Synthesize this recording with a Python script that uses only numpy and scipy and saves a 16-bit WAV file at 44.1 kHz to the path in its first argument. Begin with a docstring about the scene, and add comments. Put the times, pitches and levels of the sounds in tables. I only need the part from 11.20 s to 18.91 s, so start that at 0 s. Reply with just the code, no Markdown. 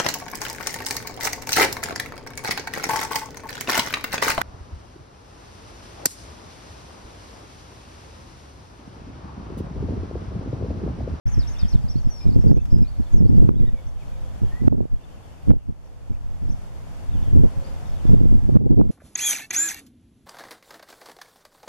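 """A marsh pool in gusty wind. Grass and rippled water hiss, with a brief rustle and a few dry ticks.
A small bird twitters far off in pure gliding tones, echoed by the banks; other birds call more faintly.
Eddies rumble and knock on the microphone, pushing its two channels in opposite directions.
The hardest buffets hit the limiter, and the hiss swells back after each."""
import sys
import numpy as np
from scipy import signal
from scipy.fft import rfft, irfft
from scipy.io import wavfile
from scipy.ndimage import uniform_filter1d, minimum_filter1d

SR = 44100
rng = np.random.default_rng(int(sys.argv[2]) if len(sys.argv) > 2 else 0)


def wav_record(signal):
    """Record a signal, one row per channel, as 16-bit PCM in the file named by sys.argv[1]."""
    frames = np.transpose(np.atleast_2d(signal))
    bounded = np.clip(frames, -1, 1)
    # unit amplitude maps onto the largest positive 16-bit level
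    quanta = np.round(bounded * 32767).astype(np.int16)
    wavfile.write(sys.argv[1], SR, quanta)


N = 340011
TIME, HZ = np.arange(N) / SR, np.fft.rfftfreq(N, 1 / SR)


def gain_of(db):
    """dB to amplitude."""
    return 10 ** (np.asarray(db) / 20)


def unit_rms(x):
    """Scale to rms 1."""
    return x / np.sqrt(np.mean(x ** 2) + 1e-20)


def follow(curve):
    """Interpolate (time_s, value) rows at every sample."""
    return np.interp(TIME, *np.transpose(curve))


def add(mix, start_s, sound):
    """Mix a sound in at start_s."""
    part = mix[round(start_s * SR):][:len(sound)]
    part += sound[:len(part)]


def noise(shape):
    """Noise with the given gain per frequency."""
    return irfft(rfft(rng.standard_normal(N)) * shape, N)


def wander(rate_hz):
    """Smooth random drift, rms 1."""
    return unit_rms(noise(np.exp(-(HZ / rate_hz) ** 2)))


def band_noise(centre_hz, width_oct):
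    """Bell-shaped noise band, rms 1."""
    return unit_rms(noise(np.exp(-(np.log2((HZ + 1) / centre_hz) / width_oct) ** 2)))


def air(split_hz=4000, treble_depth=0.88, flicker_db=0.88, pan_db=0.54):
    """Wide hiss of grass and rippled water; follows the breeze, the treble a little less."""
    # hiss spectrum: freq_hz, density_db (power per Hz)
    spectrum = [(20, -63.5), (100, -60.5), (250, -71.5), (400, -76.5), (550, -75), (800, -76.5),
                (1200, -83.5), (2000, -89.5), (5000, -96), (7000, -97), (12000, -104.5), (13000, -102),
                (14000, -108)]
    # breeze in the grass: time_s, gain_db
    breeze = [(.06, -3), (.3, -1.5), (1.5, -0.5), (2.1, 1), (2.7, 3.5), (3.3, 2.5), (3.7, 1.5), (4.2, 2),
              (5.0, -0.1), (5.9, 2), (6.7, 3.5), (7.2, 2), (7.65, 0.5)]
    hz, db = np.transpose(spectrum)
    shape = gain_of(np.interp(np.log(HZ + 1), np.log(hz), db)) * np.sqrt(SR / 2)
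    low_share = 1 / (1 + (HZ / split_hz) ** 4)
    breeze_db = follow(breeze) + flicker_db * wander(6.2)
    out = np.zeros((2, N))
    for side in out:
        side += noise(shape * np.sqrt(low_share)) * gain_of(breeze_db)
        side += noise(shape * np.sqrt(1 - low_share)) * gain_of(treble_depth * breeze_db)
    return out * gain_of([[pan_db], [-pan_db]])


def rustle(centre_hz=1500, width_oct=0.94):
    """Soft wash of grass at the start, dying away."""
    # rustle envelope: time_s, level_db
    envelope = [(.05, -54.5), (.25, -54), (.45, -54), (.75, -97)]
    return np.array([band_noise(centre_hz, width_oct) for _ in range(2)]) * gain_of(follow(envelope))


def ticks(t60_s=0.041, lowpass_pole=0.86, trim_db=-6):
    """Dry ticks: short, dulled noise bursts."""
    # noise bursts: start_s, level_db (before trim and low-pass)
    bursts = [(.415, -28), (1.071, -29), (1.276, -36), (1.373, -22), (1.455, -20), (1.582, -23),
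              (4.132, -37)]
    t, out = TIME[:SR // 20], np.zeros((2, N))
    for start_s, db in bursts:
        for side in out:
            add(side, start_s, gain_of(db + trim_db - 60 * t / t60_s) * rng.standard_normal(len(t)))
    return signal.lfilter([1 - lowpass_pole], [1, -lowpass_pole], out)


def arch(start_s, length_s, top_hz, db, depth_oct=0.31, roundness=1.8, max_skew=0.287):
    """Note that climbs to a top and drops, randomly lopsided: (start_s, track_hz, db)."""
    skew = np.exp(max_skew * rng.uniform(-0.986, 1))
    from_top = 2 * np.linspace(0, 1, int(length_s * SR)) ** skew - 1
    return start_s, top_hz * 2 ** (-depth_oct * abs(from_top) ** roundness), db


def slur(start_s, length_s, from_hz, to_hz, db, time_constants=1.054):
    """Note that slides fast, then settles: (start_s, track_hz, db)."""
    slide = 1 - np.exp(-time_constants * np.linspace(0, 1, int(length_s * SR)))
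    return start_s, from_hz + (to_hz - from_hz) * slide / slide[-1], db


def whistles(notes, waver, flutter_db, taper=0.18, best_hz=5540, falloff_db_per_oct2=45):
    """One gliding sine per note, strongest near the voice's best pitch; moving air makes it flutter."""
    out = np.zeros(N)
    detune = 1 + waver * wander(203)
    flutter = gain_of(flutter_db * wander(54))
    for start_s, track_hz, db in notes:
        at = round(start_s * SR)
        span = slice(at, at + len(track_hz))
        hz = track_hz * detune[span]
        voice_gain = gain_of(-falloff_db_per_oct2 * np.minimum(np.log2(hz / best_hz) ** 2, .17))
        tone = np.sin(2 * np.pi * np.cumsum(hz) / SR) * signal.windows.tukey(len(hz), taper)
        add(out, start_s, gain_of(db) * unit_rms(tone * voice_gain * flutter[span]))
    return out


def far_calls():
    """Faint low slurs from across the marsh."""
    # calls: start_s, length_s, from_hz, to_hz, level_db
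    calls = [(2.5, .14, 530, 513, -50), (2.88, .28, 531, 507, -51.5), (4.55, .36, 525, 491, -55),
             (6.28, .33, 555, 524, -51)]
    return whistles([slur(*row) for row in calls], waver=0.032, flutter_db=2.0, taper=0.62)


def chatter(notes_per_s=24, glide=0.132, arch_share=0.38):
    """Farther birds string together short random arches and falling slurs."""
    # spells of chatter: start_s, end_s, low_hz, high_hz, level_db
    spells = [(.06, .6, 2900, 6000, -59.5), (.601, 1.855, 3700, 6300, -60), (2.45, 3.3, 3300, 3800, -62.5),
              (3.747, 4.4, 2580, 3500, -61), (5.866, 6.1, 2900, 3850, -62.5), (6.378, 7.0, 2885, 4200, -62)]
    notes = []
    for start_s, end_s, low_hz, high_hz, level_db in spells:
        count = int((end_s - start_s) * notes_per_s) + 1
        for k, (jitter, length, pitch, kind, loudness) in enumerate(rng.random((64, 5))[:count]):
            onset_s = start_s + (k + jitter / 2) / notes_per_s
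            length_s = 0.0175 + 0.053 * length
            hz = low_hz + (high_hz - low_hz) * pitch
            db = level_db + 5 * (loudness - .5)
            if kind < arch_share:
                notes.append(arch(onset_s, length_s, hz, db))
            else:
                notes.append(slur(onset_s, length_s, hz * (1 + glide), hz * (1 - glide), db))
    return whistles(notes, waver=0.014, flutter_db=5.0)


def small_bird():
    """Twitter of arched chirps and sliding whistles."""
    # chirps: start_s, length_s, top_hz, level_db
    arches = [(0.072, 0.079, 6800, -63), (0.284, 0.045, 6800, -56), (0.356, 0.11, 3780, -57.5),
              (0.496, 0.04, 5560, -51.5), (0.68, 0.049, 5750, -44.5), (0.739, 0.074, 4590, -57),
              (1.319, 0.064, 6300, -56.5), (1.5, 0.047, 5500, -54), (2.34, 0.088, 3800, -58),
              (2.432, 0.074, 3760, -55.5), (2.662, 0.037, 6390, -57), (2.785, 0.052, 2600, -57),
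              (4.638, 0.042, 6100, -63), (2.915, 0.06, 2570, -62), (4.922, 0.05, 2610, -62),
              (5.307, 0.027, 6150, -51)]
    # sliding whistles: start_s, length_s, from_hz, to_hz, level_db
    slurs = [(0.066, 0.026, 5220, 6250, -52.5), (0.115, 0.034, 6420, 5760, -50.5),
             (0.142, 0.0083, 5870, 5200, -47), (0.187, 0.055, 5830, 3510, -48.5),
             (0.272, 0.025, 5050, 6350, -46.5), (0.318, 0.037, 6300, 5270, -58),
             (0.384, 0.037, 6170, 4130, -46.5), (0.386, 0.026, 2400, 2680, -59),
             (0.425, 0.038, 3710, 3023, -57), (0.48, 0.019, 5240, 6100, -48.5),
             (0.522, 0.058, 4610, 3250, -56), (0.887, 0.17, 6080, 5120, -48.5),
             (1.001, 0.059, 2440, 2384, -57), (1.098, 0.024, 5570, 4080, -58),
             (1.121, 0.029, 4020, 5430, -56.5), (1.276, 0.02, 5060, 4400, -55),
             (1.356, 0.057, 2300, 2660, -57.5), (1.548, 0.023, 4980, 5070, -50.5),
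             (1.621, .025, 5470, 4900, -52.5), (1.624, .058, 2490, 2410, -60),
             (1.642, 0.06, 3570, 4740, -55), (1.921, 0.057, 6720, 6500, -55.5),
             (1.965, 0.037, 6630, 5000, -54), (2.052, .02, 4650, 4200, -59),
             (2.074, 0.027, 4250, 5550, -58), (2.148, .04, 5300, 4220, -63), (2.39, 0.035, 2740, 2020, -59),
             (2.411, 0.087, 2020, 1890, -55), (2.526, 0.077, 2510, 2180, -54.5),
             (3.302, 0.13, 1750, 2020, -52.5), (3.83, 0.019, 3560, 3520, -55),
             (3.873, 0.03, 3420, 2560, -59), (3.94, 0.058, 3100, 2450, -64),
             (5.285, .035, 4800, 6180, -58.5), (5.922, 0.082, 3830, 2780, -60),
             (6.017, 0.061, 3810, 3070, -61), (6.438, 0.073, 4730, 4900, -59),
             (6.665, .05, 6300, 5030, -61), (6.727, 0.094, 4630, 2870, -62),
             (6.868, 0.036, 6070, 5200, -64)]
    notes = [arch(*row) for row in arches] + [slur(*row) for row in slurs]
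    return whistles(notes, waver=0.008, flutter_db=3.2, taper=0.3)


def marsh_reverb(x, tail_db=-9, t60_s=0.4, echo_db=-17):
    """Banks return three early echoes a side; grass scatters a thin tail."""
    t = TIME[:SR // 2]
    response = rng.standard_normal((2, len(t))) * gain_of(-60 * t / t60_s)
    response *= gain_of(tail_db) / np.linalg.norm(response, axis=1, keepdims=True)
    delays_s = rng.uniform(0.0024, 0.023, size=(2, 3))
    np.put_along_axis(response, (delays_s * SR).astype(int), gain_of(echo_db), 1)
    return signal.oaconvolve(x[None], response, axes=1)[:, :N]


def birds(left_db=3.5, right_db=-2.5, right_lag_samples=2, far_send_db=5.0, low_hz=3900):
    """Song arrives from a little to the left; low notes and farther birds carry more echo."""
    song = small_bird()
    far = chatter() + far_calls()
    low_notes = irfft(rfft(song) / (1 + (HZ / low_hz) ** 8), N)
    direct = song - .1 * low_notes + .5 * far
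    panned = np.array([gain_of(left_db) * direct, gain_of(right_db) * np.roll(direct, right_lag_samples)])
    return panned + marsh_reverb(song + .5 * low_notes + gain_of(far_send_db) * far)


def wind_strength_db(rise_db_per_s=658, drop_db_per_s=419, puff_s=0.014):
    """Gusts and puffs rise quickly out of the draught, hold and drop back."""
    # underlying light wind, rising and falling between gusts: time_s, strength_db
    draught = [(0, -22.5), (.6, -43), (.97, -38), (1.5, -21), (1.87, -37), (2.5, -33.5), (3.6, -31.5),
               (3.9, -45), (4.2, -63), (4.45, -27), (4.75, -44), (5.05, -27.5), (5.5, -40), (6.6, -40),
               (7, -18.5), (7.7, -18.5)]
    # gusts: start_s, hold_s, strength_db
    gusts = [(.58, 0.13, -23.5), (1.065, 0.14, -15.5), (1.25, 0.125, -14.5), (1.53, .1, -15),
             (1.945, 0.2, -12.5), (2.11, 0.2, -12.5), (2.33, .15, -13.5), (3.42, .05, -15),
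             (3.51, .12, -11.5), (4.278, 0.075, -9.5), (5.22, 0.12, -21.5), (5.9, 0.22, -21),
             (6.115, 0.14, -13), (6.89, .08, -12.5), (7.005, .06, -12.5), (7.1, 0.077, -15),
             (7.295, .14, -8), (7.41, 0.13, -7.5), (7.575, 0.058, -6.5), (7.64, 0.081, -11.5)]
    # short puffs: centre_s, strength_db
    puffs = [(0.18, -18.5), (0.442, -19), (0.555, -15), (0.774, -16.5), (0.87, -20.5), (1.801, -17.5),
             (2.541, -19), (2.668, -21.5), (3.243, -17), (3.739, -15), (4.501, -15.5), (4.917, -19),
             (6.38, -22.5), (7.615, -5.5)]
    short_gusts = [(centre_s - puff_s / 2, puff_s, db) for centre_s, db in puffs]
    strength_db = follow(draught)
    for start_s, hold_s, db in list(gusts) + short_gusts:
        rise_db = rise_db_per_s * (TIME - start_s)
        drop_db = drop_db_per_s * (start_s + hold_s - TIME)
        strength_db = np.maximum(strength_db, db + np.minimum(np.minimum(rise_db, drop_db), 0))
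    return strength_db


def wind(reference_db=-20, lumps_db=2.5, spurt_db=6.5, right_db=1.95, trim_db=-3.0):
    """Stronger wind sheds smaller eddies, brightening the rumble; these spurt and favour the right."""
    # eddy bands: centre_hz, level_db (at reference_db, before trim), growth_db_per_db, unshared_db
    eddies = [(21.7, -12, 0.93, -23), (57.6, -18.5, 0.6348, -10.5), (101.1, -19.5, 1.17, -12),
              (185.6, -25.5, 1.6867, -12), (332, -39, 2.0541, -9), (630, -64, 2, 0), (1640, -86, 2, -15.5)]
    excess_db = wind_strength_db() - reference_db + lumps_db * wander(43.7)
    spurts = unit_rms(gain_of(spurt_db * np.tanh(wander(84))))
    out = np.zeros((2, N))
    for hz, db, growth, unshared_db in eddies:
        shared, left, right = (band_noise(hz, width_oct=.6) for _ in range(3))
        ports = np.array([shared, -shared]) + gain_of(unshared_db) * np.array([left, right])
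        pan = gain_of([[0], [right_db * min(hz / 120, 1)]])
        out += pan * ports * gain_of(db + growth * excess_db + trim_db) * (spurts if hz > 300 else 1)
    return out


def buffets(left_gain=0.67):
    """An eddy strikes the microphone: a pointed pressure swing between two shallow troughs."""
    # eddy strikes: centre_s, right_peak_db, half_width_s
    strikes = [(.559, -4, .0028), (.759, -3, .0026), (.874, -5, .003), (1.073, -3, .0034),
               (1.242, -6, .0014), (1.316, -2, .0018), (1.33, 2, .0017), (1.369, -6, .0014),
               (2.007, -4, .0022), (2.025, -3, .0017), (2.181, -1, .0019), (2.249, -1, .002),
               (2.292, 11.5, .0016), (3.219, -5, .0028), (3.422, -4, .0023), (3.478, 9, .003),
               (3.481, 16, .0022), (3.523, 8, .0036), (3.527, 6.5, .0011), (3.534, 5, .002),
               (3.607, 6.5, .0013), (3.612, 6, .0026), (3.655, -2, .0014), (4.285, -1, .0028),
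               (4.295, 2, .0022), (4.306, -2.5, .0005), (4.308, 6, .0014), (4.315, 17.5, .0028),
               (4.336, 4, .0013), (6.188, 4.5, .0032), (6.237, -2, .0015), (6.854, -3, .002),
               (7.015, 0, .0018), (7.056, 3, .002), (7.297, -2, .0013), (7.356, 7, .0018), (7.37, 16, .003),
               (7.575, 4, .0015), (7.599, 6, .0011), (7.614, 6.5, .0008)]
    pressure = np.zeros(N)
    for centre_s, db, half_width_s in strikes:
        reach_s = 12 * half_width_s
        u = np.arange(-reach_s, reach_s, 1 / SR) / half_width_s
        add(pressure, centre_s - reach_s, gain_of(db) * (1 - 3 * u ** 2) / (1 + u ** 2) ** 3)
    return np.array([-left_gain * pressure, pressure])


def scene(start_s=0.055, fade_s=0.0064):
    """Stereo mix; silent until start_s, quick fades at both ends."""
    fades = np.clip(np.minimum(TIME - start_s, TIME[-1] - TIME) / fade_s, 0, 1)
    return (birds() + wind() + buffets() + ticks() + rustle() + air()) * fades


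def record(dry, attack_s=0.0018, release_s=1.604, ride_floor_db=-1.5, cutoff_hz=13800):
    """Two narrow notches, fast limiter with slow release, stereo-linked clipper, low-pass."""
    # narrow dips in the sound: centre_hz, width_hz
    notches = [(3950, 210), (7900, 100)]
    for hz, width_hz in notches:
        dry = signal.lfilter(*signal.iirnotch(hz, hz / width_hz, SR), dry)
    cut = 1 - 1 / np.maximum(abs(dry).max(0), 1)
    release = np.exp(-TIME / release_s)
    held_cut = release * np.maximum.accumulate(cut / release)
    pole = np.exp(-1 / (attack_s * SR))
    limited = dry * (1 - signal.lfilter([1 - pole], [1, -pole], held_cut))
    # ease small overshoots down; larger ones clip
    ride = np.maximum(1 / np.maximum(abs(limited).max(0), 1), gain_of(ride_floor_db))
    eased = limited * uniform_filter1d(minimum_filter1d(ride, size=111), size=111)
    clipped = eased / (1 + abs(eased).max(0) ** 20) ** (1 / 20)
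    lowpass = signal.firwin(101, cutoff_hz, window=("kaiser", 8), fs=SR)
    return signal.oaconvolve(clipped, lowpass[None], "same")


dry = scene()
out = record(dry)
wav_record(out)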